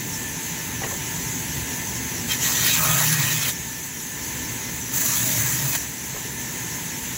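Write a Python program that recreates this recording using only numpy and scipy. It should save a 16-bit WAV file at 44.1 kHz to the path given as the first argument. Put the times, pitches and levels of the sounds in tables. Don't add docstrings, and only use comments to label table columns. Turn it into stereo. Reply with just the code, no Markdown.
import sys
import numpy as np
from scipy import signal
from scipy.fft import rfft, irfft, next_fast_len
from scipy.io import wavfile
from scipy.ndimage import uniform_filter1d, map_coordinates

SR = 44100
rng = np.random.default_rng(int(sys.argv[2]) if len(sys.argv) > 2 else 0)


def wrap_up_sound(samples):
    columns = np.atleast_2d(samples).T
    tamed = np.clip(columns, -1, 1)
    steps = np.round(tamed * 32767).astype(np.int16)
    wavfile.write(sys.argv[1], SR, steps)


N = 316197
TIME_S = np.arange(N) / SR
TURN_HZ = 4.409


def amp(db):
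    return 10 ** (np.asarray(db) / 20)


def unit(x):
    return x / np.sqrt(np.mean(x ** 2) + 1e-20)


def along(points, hz):
    f, v = np.transpose(points)
    return np.interp(np.log(hz + 1), np.log(f + 1), v)


def curves(*tables):
    times, *columns = np.transpose(np.vstack(tables))
    inside_s = [np.minimum(TIME_S - rows[0][0], rows[-1][0] - TIME_S) for rows in tables]
    gate = sum(np.clip(s / 0.018, 0, 1) for s in inside_s)
    return [gate] + [np.interp(TIME_S, times, column) for column in columns]


def wobble(rate_hz):
    return map_coordinates(rng.standard_normal(int(N * rate_hz / SR) + 4), [TIME_S * rate_hz])


def phase_of(hz):
    return 2 * np.pi * np.cumsum(hz) / SR


def filtered(x, response):
    size = next_fast_len(N + SR // 2)
    return irfft(rfft(x, size) * response(np.fft.rfftfreq(size, 1 / SR)), size)[..., :N]


def rush(spectrum, patchy_db, slides=()):
    hz, t, bins = signal.stft(rng.standard_normal((2, N)), SR, nperseg=512)
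    patches = uniform_filter1d(rng.standard_normal(bins.shape[1:]), size=6, axis=0)
    patches = unit(uniform_filter1d(patches, size=8, axis=1))
    closed = [(spectrum[0][0] / 2, -120), *spectrum, (spectrum[-1][0] * 2, -120)]
    ratios = [np.interp(t * TURN_HZ % 1, *slide) for slide in slides] or [np.ones(1)]
    colour = sum(amp(along(closed, hz[:, None] / ratio)) for ratio in ratios)
    _, noise = signal.istft(bins * amp(patchy_db * patches) * colour, nperseg=512)
    return unit(noise[:, :N])


# t/s, background level/dB, whine level/dB
BACKGROUND = [(0, -35.5, -45.5), (.6, -35.5, -46.5), (.9, -35, -43.5), (1.25, -34.5, -53),
              (1.7, -34.5, -43), (1.95, -34.5, -48), (2.1, -34.5, -52), (3.05, -35, -39), (3.5, -36.5, -44),
              (3.8, -38, -50), (4.1, -38, -46), (4.25, -35, -45.5), (4.85, -36, -50.5),
              (5.12, -35.5, -36.5), (5.35, -34, -52), (5.6, -35.5, -56), (5.83, -36.5, -41),
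              (5.92, -37.5, -57), (6.45, -36, -43.5), (7.17, -36, -55)]
USUAL_BACKGROUND_DB = -35.5


def background_offset_db():
    _, background_db, _ = curves(BACKGROUND)
    return background_db - USUAL_BACKGROUND_DB


def bearing_whine():
    _, _, whine_db = curves(BACKGROUND)
    tone = np.sqrt(2) * np.sin(phase_of(1766 + 4 * wobble(20)))
    return amp(whine_db + 2.5 * wobble(14)) * tone * [[1], [.6]]


# f/Hz, relative density/dB
RUMBLE = [(15, -61), (25, -31), (34, -53), (47, -10), (92, -5), (123, -1), (167, -1), (199, -6.5),
          (247, -2), (503, -16.5), (549, -20), (800, -19.5), (1040, -15), (1760, -120)]
# f/Hz, width/Hz, relative level/dB
HUMS = [(123.3, 14.6, -43.5), (170.8, 4.8, -45.5), (71.9, 4.9, -47.5), (245, 15.4, -49.5), (889, 39, -48),
        (1640, 20, -50.5), (2044, 31, -46)]
RUMBLE_DB, HUMS_DB, RUMBLE_SWING_DB_PER_DB = -36, -41, 1.82


def wheel_rumble():
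    def bands(hz):
        return sum(amp(db) / np.sqrt(width) / (1 + 2j * (hz - centre) / width) ** 2
                   for centre, width, db in HUMS)
    rumble = unit(filtered(rng.standard_normal((2, N)), lambda hz: amp(along(RUMBLE, hz))))
    hums = unit(filtered(rng.standard_normal((2, N)), bands))
    swing = amp(RUMBLE_SWING_DB_PER_DB * background_offset_db())
    return swing * (amp(RUMBLE_DB) * rumble + amp(HUMS_DB) * hums)


# f/Hz, relative density/dB
FRAME = [(320, -6.5), (550, -10), (741, -14.5), (925, 0), (1100, -12.5), (1250, -10.5), (1510, -7),
         (1800, 0), (1920, -2.5), (2100, -3.5), (2570, -5), (4950, -10.5), (5500, -9.5), (7150, -44),
         (12100, -120)]
FRAME_DB = -36


def frame_ring():
    return amp(FRAME_DB + background_offset_db() + 0.37 * wobble(8)) * rush(FRAME, patchy_db=1.0)


# f/Hz, relative density/dB
HISS = [(4500, -35), (5750, -11), (6050, -1.5), (6400, 1), (7300, -0.5), (8500, -4), (10000, -6.5),
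        (12500, -6.5), (13500, -8.5), (13900, -5), (14600, -6), (17500, -5)]
SCREAM = [(4000, -13), (5750, -12.5), (6050, 0), (6400, -0.5), (7300, 1), (8500, -4.5), (10000, -8),
          (12500, -8), (13500, -11), (13900, -4.5), (14600, 1), (17500, -22.5)]
BLADE_MODES = [(5800, -30), (5930, 0), (6070, 0), (6200, -30), (13500, -30), (13850, -2.5), (14150, -2.5),
               (14500, -30)]
MODE_SLIDE = [(0, 1, 1.07), (.1, 1, 1.06), (.3, .99, 1), (.42, .975, .975), (.54, .955, .99), (.6, .905, 1),
              (.67, .905, 1.015), (.77, 1, 1.035), (1, 1, 1.07)]
# t/s, scream level/dB, chip level/dB, rasp level/dB, wood resonance f/Hz
CUTS = [
    [(2.26, -40, -48, -54, 2500), (2.316, -25.5, -36, -26, 2490), (2.385, -34, -45, -42, 2600),
     (2.43, -21.5, -37, -28.5, 2470), (2.584, -23, -38, -30, 2360), (2.66, -22, -21, -24.5, 3030),
     (2.74, -19, -35, -26.5, 3730), (2.79, -25, -25, -30, 2000), (2.85, -23, -22, -25.5, 1300),
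     (2.96, -22, -26, -26.5, 1340), (3.066, -22, -21.5, -26, 1800), (3.13, -23.5, -24, -27.5, 1900),
     (3.16, -26, -25.5, -28, 1900), (3.35, -25, -27, -30, 2320), (3.43, -26.5, -30, -28.5, 2300),
     (3.5, -27, -25, -27, 2160), (3.55, -36, -48, -62, 2300)],
    [(4.9, -49, -46, -43, 1900), (4.945, -22.5, -30, -36.5, 1900), (5.058, -22.5, -24.5, -33.5, 2100),
     (5.3, -24.5, -24.5, -33, 2070), (5.5, -24.5, -28, -32.5, 1720), (5.634, -28.5, -28, -35, 1800),
     (5.72, -28, -25.5, -37, 2500), (5.754, -23, -27, -27, 2200), (5.8, -31.5, -40, -57, 2900),
     (5.85, -32, -42, -55, 2900)],
]
HISS_DB, HISS_SWING_DB_PER_DB = -30, 0.62


def blade(chatter_db):
    turn, falling, rising = np.transpose(MODE_SLIDE)
    gate, scream_db, *_ = curves(*CUTS)
    free = amp(HISS_DB + HISS_SWING_DB_PER_DB * background_offset_db() + 0.54 * wobble(15))
    loaded = gate * amp(scream_db + chatter_db)
    broad_slide = [(turn, 1 + .7 * (falling - 1))]
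    hiss = free * rush(HISS, patchy_db=1.7, slides=broad_slide)
    scream = loaded * rush(SCREAM, patchy_db=0.94, slides=broad_slide)
    modes = rush(BLADE_MODES, patchy_db=1.5, slides=[(turn, falling), (turn, rising)])
    return hiss + scream + amp(-9) * np.hypot(free, loaded) * modes


PING_HZ, PING_AT_TURN, PING_HALF_WIDTH_S, PING_DB = 5400, .68, .014, -45


def blade_ping():
    from_peak_s = (TIME_S * TURN_HZ % 1 - PING_AT_TURN) / TURN_HZ
    pulse = np.exp(-(from_peak_s / PING_HALF_WIDTH_S) ** 2)
    tone = np.sqrt(2) * np.sin(phase_of(PING_HZ + 60 * wobble(120)))
    return amp(PING_DB + background_offset_db() + 3 * wobble(TURN_HZ)) * pulse * tone * [[1], [.4]]


# t/s, level/dB, favoured f/Hz
KNOCKS = [(.814, -21.5, 780), (.835, -21, 1860), (.842, -24.5, 1060), (.86, -34, 483), (.909, -26, 1060),
          (0.923, -31.5, 560), (6.142, -29, 500), (6.159, -26, 930), (6.249, -38, 398)]
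# f/Hz, relative level/dB, T60/s
TIMBER_MODES = [(257, 2, 0.11), (422, 4.5, 0.14), (560, 3, 0.079), (782, -4.5, 0.15), (1048, -2, 0.082),
                (1390, -11, .06), (1800, -3, 0.043), (1920, 5, 0.035), (2330, -11, .04), (2750, 11, .04)]


def timber_knocks():
    out, t = np.zeros((2, N + SR)), np.arange(SR // 4) / SR
    attack = 1 - np.exp(-t / 0.0017)
    for start_s, blow_db, favoured_hz in KNOCKS:
        ring = 0
        for hz, mode_db, t60 in TIMBER_MODES:
            level_db = mode_db - 33 * abs(np.log2(hz / favoured_hz)) - 60 * t / t60
            ring += amp(level_db) * np.sin(2 * np.pi * (hz * t + rng.random()))
        noise = uniform_filter1d(rng.standard_normal((2, len(t))), size=5)
        clatter = 1.5 * amp(-60 * t / 0.2) * uniform_filter1d(noise, size=int(SR / 2.5 / favoured_hz))
        start = round(start_s * SR)
        out[:, start:start + len(t)] += amp(blow_db) * attack * (ring * [[1], [.5]] + clatter)
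    return out[:, :N]


# f/Hz, relative density/dB
CHIPS = [(7000, -24), (8500, 1.5), (11000, -2), (13000, 0.5), (15800, 5)]
LOW_RASP = [(450, -8), (750, -5), (950, 2.5), (1100, 1.5), (1350, -0.5), (1500, 2.5), (1750, -38)]
MIDDLE_RASP = [(1300, -29), (1600, 0.5), (1900, -1.5), (2300, -4), (2600, -20)]
HIGH_RASP = [(1900, -12), (2400, 0.5), (3200, -1), (4000, -0.5), (5000, -3.5), (5800, -4.5)]
RASPS_HZ, RASPS_DB, RASP_LOSS_DB_PER_OCTAVE = (1090, 1900, 3270), (-3, -4, 1.5), 5.5


def chips_and_rasp(chatter_db):
    gate, _, chip_db, rasp_db, wood_hz = curves(*CUTS)
    out = amp(chip_db) * rush(CHIPS, patchy_db=3.5)
    for spectrum, hz, band_db in zip((LOW_RASP, MIDDLE_RASP, HIGH_RASP), RASPS_HZ, RASPS_DB):
        loss_db = RASP_LOSS_DB_PER_OCTAVE * abs(np.log2(hz / wood_hz))
        out += amp(rasp_db + band_db - loss_db) * rush(spectrum, patchy_db=3.5)
    return gate * amp(chatter_db) * out


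HARMONICS_DB = -25, -21, -17, -17, -18, -18
# centre t/s, length/s, harmonic number, peak level/dB
RINGS = [(2.32, .07, 4, -39), (2.32, .07, 5, -39), (2.57, .32, 3, -37), (2.69, .1, 4, -33),
         (2.68, .1, 5, -34.5), (2.7, .14, 6, -35), (2.85, .14, 1, -40), (2.9, .27, 2, -37),
         (3.15, .45, 3, -39), (3.33, .42, 4, -38.5), (5.06, .15, 1, -46), (5.33, .25, 1, -45),
         (5.58, .15, 3, -44), (5.66, .15, 1, -46), (5.72, .14, 4, -43)]
TOOTH_HZ, SWELL_DB = 630.6, 2.5


def tooth_song():
    gate, _, _, rasp_db, _ = curves(*CUTS)
    phase = phase_of(TOOTH_HZ + 2 * wobble(8) + 4 * wobble(60))
    song = 0
    for k, harmonic_db in enumerate(HARMONICS_DB, 1):
        held = gate * amp(rasp_db + harmonic_db + SWELL_DB * wobble(8.9))
        rings = sum(amp(db) * np.clip(1 - (2 * (TIME_S - centre_s) / length_s) ** 2, 0, 1)
                    for centre_s, length_s, harmonic, db in RINGS if harmonic == k)
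        flicker = amp(3 * wobble(50))
        jitter_rad = (.9 + .1 * k) * wobble(60)
        song += (held + rings) * flicker * np.cos(k * phase + jitter_rad)
    return np.sqrt(2) * song * [[1], [.6]]


# start t/s, full t/s, end t/s, upper mode level/dB, lower mode level/dB, end sag/dB
THRUMS = [(2.76, 2.85, 3.475, -30, -33.5, -2.5), (5.1, 5.4, 5.7, -35, -29, -5)]
POLE_HZ, THROB_DB, THROB_PEAK_TURN = (152, 120), (2, 0.5), (0.82, 0.81)
THRUM_RELEASE_S = .03


def pole_thrum():
    out = 0
    for mode, hz in enumerate(POLE_HZ):
        held = 0
        for start, full, end, *modes_db, sag_db in THRUMS:
            envelope = np.interp(TIME_S, [start, full, end, end + THRUM_RELEASE_S], [0, 1, amp(sag_db), 0])
            held += amp(modes_db[mode]) * envelope
        throb_db = THROB_DB[mode] * np.cos(2 * np.pi * (TIME_S * TURN_HZ - THROB_PEAK_TURN[mode]))
        tone = np.sin(phase_of(hz + 8 * wobble(30)))
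        flicker = amp(2 * wobble(20) + 2.5 * wobble(60))
        out += held * amp(throb_db) * unit(tone * flicker)
    return out * [[1], [.7]]


# f/Hz, likeness (0-1)
LIKENESS = [(60, 0.98), (200, 0.97), (500, 0.71), (1000, 0.56), (1500, 0.61), (2500, 0.73), (3900, 0.99),
            (5000, 0.8), (6800, 0.85), (8000, 1), (9050, 1), (10100, 1), (11150, .99), (12300, 0.99),
            (13270, .99), (14400, .9), (15400, .99)]
# f/Hz, left lead/rad
LEAD = [(0, 0), (1000, -.1), (2000, 0), (3360, .4), (3880, 0), (6900, 0), (9050, -3.14), (11150, -6.28),
        (13270, -9.42), (15400, -12.56), (16500, -12.6)]
# f/Hz, left minus right level/dB
BALANCE = [(60, -1.5), (180, 2), (550, -1.0), (1650, -0.5), (4970, 1), (15000, -0.5)]


def stereo_image(hz):
    angle = np.arccos(np.clip(along(LIKENESS, hz), -1, 1)) / 2
    shared, unshared = np.cos(angle), np.sin(angle)
    half = amp(along(BALANCE, hz) / 2) * np.exp(.5j * np.interp(hz, *np.transpose(LEAD)))
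    return np.array([[shared * half, unshared * half], [shared / half, -unshared / half]])


def scene():
    chatter_db = 0.84 * wobble(70) + wobble(400)
    saw = bearing_whine() + wheel_rumble() + frame_ring() + blade(chatter_db) + blade_ping()
    wood = timber_knocks() + chips_and_rasp(chatter_db) + tooth_song() + pole_thrum()
    return filtered((saw + wood)[None], stereo_image).sum(axis=1)


BAND_LIMIT_HZ = 15780


def record(dry):
    return filtered(dry, lambda hz: hz < BAND_LIMIT_HZ)


dry = scene()
out = record(dry)
wrap_up_sound(out)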